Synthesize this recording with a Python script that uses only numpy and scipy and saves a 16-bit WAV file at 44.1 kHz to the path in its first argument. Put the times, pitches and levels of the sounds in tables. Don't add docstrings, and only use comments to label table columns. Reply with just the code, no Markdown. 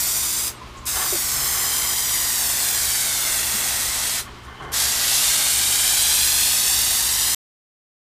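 import sys
import numpy as np
from scipy import signal
from scipy.fft import rfft, irfft
from scipy.io import wavfile

SR = 44100
rng = np.random.default_rng(int(sys.argv[2]) if len(sys.argv) > 2 else 0)


def field_ratio(decibels):
    return 10 ** (np.asarray(decibels, dtype=float) / 20)


def store_pcm(level_fs):
    pcm = np.round(np.clip(level_fs, -1, 1) * 32767).astype(np.int16)
    wavfile.write(sys.argv[1], SR, np.atleast_2d(pcm).T)


N = 353682
TIME = np.arange(N) / SR


def rms_one(x):
    return x / np.sqrt(np.mean(x ** 2) + 1e-20)


def in_time(rows):
    seconds, *columns = np.transpose(rows)
    return [np.interp(TIME, seconds, column) for column in columns]


def band(x, low_hz, high_hz):
    return signal.sosfilt(signal.butter(2, [low_hz, high_hz], "band", fs=SR, output="sos"), x)


def drift(rate_hz):
    step, settle = 16, 5998
    pole = np.exp(-2 * np.pi * rate_hz * step / SR)
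    draws = rng.standard_normal(N // step + settle + 2)
    slow = signal.lfilter([1], [1, -2 * pole, pole * pole], draws)[settle:]
    return np.interp(np.arange(N) / step, np.arange(len(slow)), rms_one(slow - slow.mean()))


def coloured(points):
    hz = np.fft.rfftfreq(N, 1 / SR) + 1e-3
    point_hz, point_db = np.transpose(points)
    shape_db = np.interp(np.log(hz), np.log(point_hz), point_db)
    return rfft(rng.standard_normal(N)) * field_ratio(shape_db), hz


def swell(start_s, length_s):
    u = np.clip((TIME - start_s) / length_s, 0, 1)
    return np.clip(u / .12, 0, 1) * np.sqrt(1 - u ** 3.0)


# frequency in Hz, level in dB per Hz.
AIR_COLOUR = [(60, -17), (110, -6.5), (200, -5.5), (350, -2.5), (500, -6.5), (750, -6.5), (1100, 1),
              (1500, -7.5), (2000, -8), (3100, -9.5), (4000, -12), (7000, -20.5), (10000, -27),
              (15000, -40.5)]
# frequency in Hz, level in dB per Hz.
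RUMBLE_COLOUR = [(12, -38), (22, -13), (40, -10.5), (48, -4.5), (58, -7), (70, 1.5), (82, -15), (92, -13),
                 (105, -16), (130, -49.5)]
# frequency in Hz, level in dB.
LAMP_HUM = [(120, -48.5), (180, -58.5), (202, -59), (240, -55), (300, -59), (360, -57.5), (420, -58.5),
            (600, -64.5)]


def garage():
    air_db, sinks_db_per_s = -43.5, 0.44
    stir_db = .8 * drift(3) + .6 * drift(25)
    air_db = air_db - sinks_db_per_s * (TIME - TIME.mean()) + stir_db
    air = field_ratio(air_db) * rms_one(irfft(coloured(AIR_COLOUR)[0], N))
    rumble_db = -43.5 + 1 * drift(4)
    rumble = field_ratio(rumble_db) * rms_one(irfft(coloured(RUMBLE_COLOUR)[0], N))
    phases = rng.uniform(0, 2 * np.pi, len(LAMP_HUM))
    hum = sum(np.sqrt(2) * field_ratio(db) * np.sin(2 * np.pi * hz * TIME + phase)
              for (hz, db), phase in zip(LAMP_HUM, phases))
    return air + rumble + hum


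def room(x):
    t60_s, cut_hz, turns_per_s = 0.17, 2600, .3
    t = np.arange(SR // 2) / SR
    tails = rng.standard_normal((2, len(t))) * field_ratio(-60 * t / t60_s) * (t > .005)
    tails = signal.sosfilt(signal.butter(1, cut_hz, fs=SR, output="sos"), tails)
    turn = 2 * np.pi * turns_per_s * TIME
    return sum(signal.oaconvolve(x * share, tail / np.sqrt(np.sum(tail ** 2)))[:N]
               for share, tail in zip((np.cos(turn), np.sin(turn)), tails))


# start in seconds, length in seconds, low edge in Hz, high edge in Hz, level in dB.
RUSTLE_EVENTS = [(0.685, .03, 2000, 12000, -60), (0.768, 0.031, 6140, 8000, -47),
                 (.795, 0.038, 7000, 7500, -57.5), (0.854, 0.0076, 5000, 14500, -34),
                 (1.118, 0.056, 450, 720, -37), (1.6, 0.73, 3120, 3230, -38),
                 (4.43, 0.048, 3000, 10000, -55), (4.547, .1, 2930, 3160, -50),
                 (4.243, .08, 3100, 3280, -54), (4.62, 0.044, 3000, 9000, -53),
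                 (4.717, 0.015, 2490, 13000, -34)]


def rustles():
    grain = rng.standard_normal(N) * field_ratio(1.8 * drift(80))
    return sum(field_ratio(db) * swell(s, length) * rms_one(band(grain, low_hz, high_hz))
               for s, length, low_hz, high_hz, db in RUSTLE_EVENTS)


# start in seconds, length in seconds, start pitch in Hz, end pitch in Hz, level in dB.
CREAK_EVENTS = [
    (0.55, .035, 8400, 8250, -50),
    (.56, 0.069, 1200, 1176, -50),
    (.61, 0.037, 1010, 1020, -41),
    (0.732, 0.089, 1090, 1067, -44),
    (0.823, 0.053, 1040, 1044, -44),
    (1.121, 0.046, 400, 314, -29),
    (1.33, .14, 145, 135, -41),
    (3.534, 0.043, 195, 225, -36.5),
    (4.59, 0.15, 135, 150, -45),
]


def creaks():
    octave_db, octave_fades_hz = -10.5, 500
    out, wobble = 0, field_ratio(1.5 * drift(60))
    for s, length, start_hz, end_hz, db in CREAK_EVENTS:
        pitch_hz = np.interp(TIME, [s, s + length], [start_hz, end_hz])
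        phase = 2 * np.pi * np.cumsum(pitch_hz) / SR
        octave = field_ratio(octave_db) / (1 + (start_hz / octave_fades_hz) ** 2)
        tone = np.sin(phase) + octave * np.sin(2 * phase)
        out = out + np.sqrt(2) * field_ratio(db) * swell(s, length) * tone
    return out * wobble


# frequency in Hz, width in Hz, level in dB.
SOLE_RINGS = [(416, 130, -4.5), (822, 250, -0.5), (1096, 160, 1.5), (1450, 200, -2), (1740, 130, -5.5),
              (2090, 74, -9.5), (3100, 250, -11)]
# start in seconds, length in seconds, level in dB, brightness in dB per octave.
SCUFF_EVENTS = [
    (.655, 0.027, -55, -1),
    (.73, .03, -52, 0.3),
    (0.921, .17, -29.5, 3.5),
    (1.28, 0.69, -35, 4),
    (4.233, 0.074, -40, 5),
    (4.3, 0.58, -50, 6),
    (4.435, 0.23, -45.5, 1),
    (4.582, .19, -37, -1.5),
]


def scuffs():
    rise_s = .05
    grit = rng.standard_normal(N) * field_ratio(1.2 * drift(50))
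    rings = [field_ratio(db) * rms_one(band(grit, hz - width / 2, hz + width / 2)) for hz, width, db in SOLE_RINGS]
    out = 0
    for s, length, db, tilt_db in SCUFF_EVENTS:
        drag = sum(field_ratio(tilt_db * np.log2(hz / 1000)) * ring for ring, (hz, *_) in zip(rings, SOLE_RINGS))
        rise = np.clip((TIME - s) / rise_s, 0, 1)
        out = out + field_ratio(db) * swell(s, length) * rise * rms_one(drag)
    return out


# frequency in Hz, level in dB per Hz.
NOZZLE_COLOUR = [(300, -18), (500, -16), (750, -8.5), (1200, -9), (1900, -5), (2600, -5.5), (3500, -0.5),
                 (5200, -1.5), (6500, -2), (7300, 0.5), (8800, 0.5), (10200, -3), (14600, -3),
                 (20000, -10.5)]
# opens in seconds, closes in seconds, opening time in seconds,
# closing time in seconds, wetness of the coat in dB.
VALVE_PRESSES = [
    (-.1, 0.48, .01, .02, -1.5),
    (.859, 4.2, 0.0095, .02, 0.67),
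    (4.722, 7.5, .018, .01, 2.5),
]
# time in seconds, hiss level in dB, nozzle turned away from 0 to 1.
CAN_TRAVEL = [(0.0, -23.3, 0), (0.47, -24.5, .42), (0.89, -26, 0.2), (1.12, -24.5, 0), (1.55, -24, 0.06),
              (2.64, -23, 0.14), (3.12, -23.5, 0.54), (3.55, -24, 0.27), (4.1, -25, 0.9),
              (4.19, -26.5, 0.9), (4.76, -23, 0.6), (4.81, -21.5, 0.75), (4.97, -24, 0.9), (5.14, -20, 0.9),
              (5.29, -20.5, 0.9), (5.61, -21, 0.82), (6.07, -19.5, 0.67), (7.33, -22, 0.37)]


def jet(sputter_db, flutter_db, surge_db):
    noise, hz = coloured(NOZZLE_COLOUR)
    below_mist, below_body, below_main = [1 / (1 + (hz / edge) ** 20) for edge in (2300, 4500, 12800)]
    shares = below_main - below_body, 1 - below_main, below_body - below_mist, below_mist
    main, fine, body, mist = [rms_one(irfft(noise * share * (hz < 15500), N)) for share in shares]

    hiss_db, turned = in_time(CAN_TRAVEL)
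    presses = np.array(VALVE_PRESSES)
    wet_db = presses[np.searchsorted(presses[:, 0], TIME) - 1, -1]
    round_ms = in_time(PANEL_PATH)[0] - 1
    fine_db = -7 - 8.5 * turned
    body_db = -10 + 2.5 * round_ms + 2.5 * (turned - .5) + wet_db
    mist_db = -12 + 7.5 * round_ms + .4 * wet_db - 3 * turned
    mist_db = mist_db - (1 - .35) * (hiss_db - hiss_db.mean())
    hiss = main + field_ratio(fine_db) * fine + field_ratio(body_db) * body + field_ratio(mist_db) * mist

    unsteady = field_ratio(sputter_db * drift(400) + flutter_db * drift(40) + surge_db * drift(5.9))
    flow = sum(np.clip((TIME - opens) / rise, 0, 1) * np.exp(-np.maximum(TIME - closes, 0) / fall)
               for opens, closes, rise, fall, _ in VALVE_PRESSES)
    return hiss * field_ratio(hiss_db) * rms_one(unsteady) * flow


# time in seconds, extra path in milliseconds, strength in dB.
PANEL_PATH = [(0.05, 0.861, -10.5), (0.46, 0.8, -9), (0.9, 0.778, -10.7), (1.05, 0.818, -11.3),
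              (1.35, 0.932, -10.5), (1.5, 0.956, -9.3), (2.25, 1.033, -9), (2.4, 1.075, -8.7),
              (3.3, 1.428, -8.8), (3.45, 1.468, -9.3), (3.9, 1.52, -15.5), (4.93, 1.494, -16),
              (5.33, 1.403, -15), (5.53, 1.346, -9), (5.98, 1.264, -8.8), (6.73, 1.093, -8.5),
              (7.03, 1.067, -8.8), (7.33, .987, -9)]
# start in seconds, length in seconds,
# fixed path in milliseconds, share of the panel path as a factor, level in dB.
WEAK_ECHOES = [
    (1.1, 1.3, 0, .835, -14),
    (3.2, .6, 0, .80, -15),
    (4.6, 1.0, 7.3, -1.15, -15),
    (1.0, .5, 4.55, 0, -18),
    (-.1, .7, .29, 0, -17),
    (2.8, 1.3, .475, 0, -19),
    (3.3, 1.0, .345, 0, -18),
    (4.6, .75, .17, 0, -11.5),
    (5.2, .8, .12, 0, -19),
    (6.4, 1.2, .19, 0, -17),
]


def panel(x):
    path_ms, bounce_db = in_time(PANEL_PATH)
    thin = signal.sosfiltfilt(signal.butter(1, 1300, "high", fs=SR, output="sos"), x)
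    fine = signal.resample(thin, 4 * N)

    def late(ms):
        return np.interp(4 * (np.arange(N) - ms * SR / 1000), np.arange(4 * N), fine, left=0)

    strength = field_ratio(bounce_db + 3.0)
    out = x + strength * late(path_ms + .002)
    for s, length, base_ms, share, db in WEAK_ECHOES:
        out = out + field_ratio(db) * swell(s, length) * late(base_ms + share * path_ms)
    for ms in np.geomspace(1.9, 16, 24):
        out = out + field_ratio(-23.5 + 4.0 * drift(0.27)) * late(ms + .2 * drift(0.37))
    return out / np.sqrt(1 + strength ** 2)


def scene():
    room_db = -17
    spray = panel(jet(sputter_db=1.0, flutter_db=0.19, surge_db=0.3))
    mono = garage() + field_ratio(room_db) * room(spray) + rustles() + creaks() + scuffs() + spray
    return np.array([mono, mono])


def splits(mono, stop_s):
    count, length_s, level_db, width_hz = 19, .034, -2, 1500
    side, size = np.zeros(N), round(length_s * SR)
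    hz = np.fft.rfftfreq(size, 1 / SR)
    for k, (when, where) in enumerate(rng.random((count, 2))):
        at = round((k + when) / count * (stop_s * SR - size))
        low_hz = np.interp(where, [0, 1], (4200, 14200))
        other = np.roll(mono[at:at + size], size // 2)
        inside = (hz > low_hz) * (hz < low_hz + width_hz)
        side[at:at + size] += irfft(rfft(other) * inside, size) * np.hanning(size)
    return field_ratio(level_db) * side


def roll_off(x):
    return signal.sosfilt(signal.butter(12, 16290, fs=SR, output="sos"), x)


def record(dry):
    stop_s, cutoff_hz = 7.347, 15050
    top_cut = signal.ellip(12, .2, 80, cutoff_hz, fs=SR, output="sos")
    track = signal.sosfilt(top_cut, dry) * (TIME < stop_s)
    mix = track + splits(track[0], stop_s) * [[1], [-1]]
    return roll_off(mix)


dry = scene()
out = record(dry)
store_pcm(out)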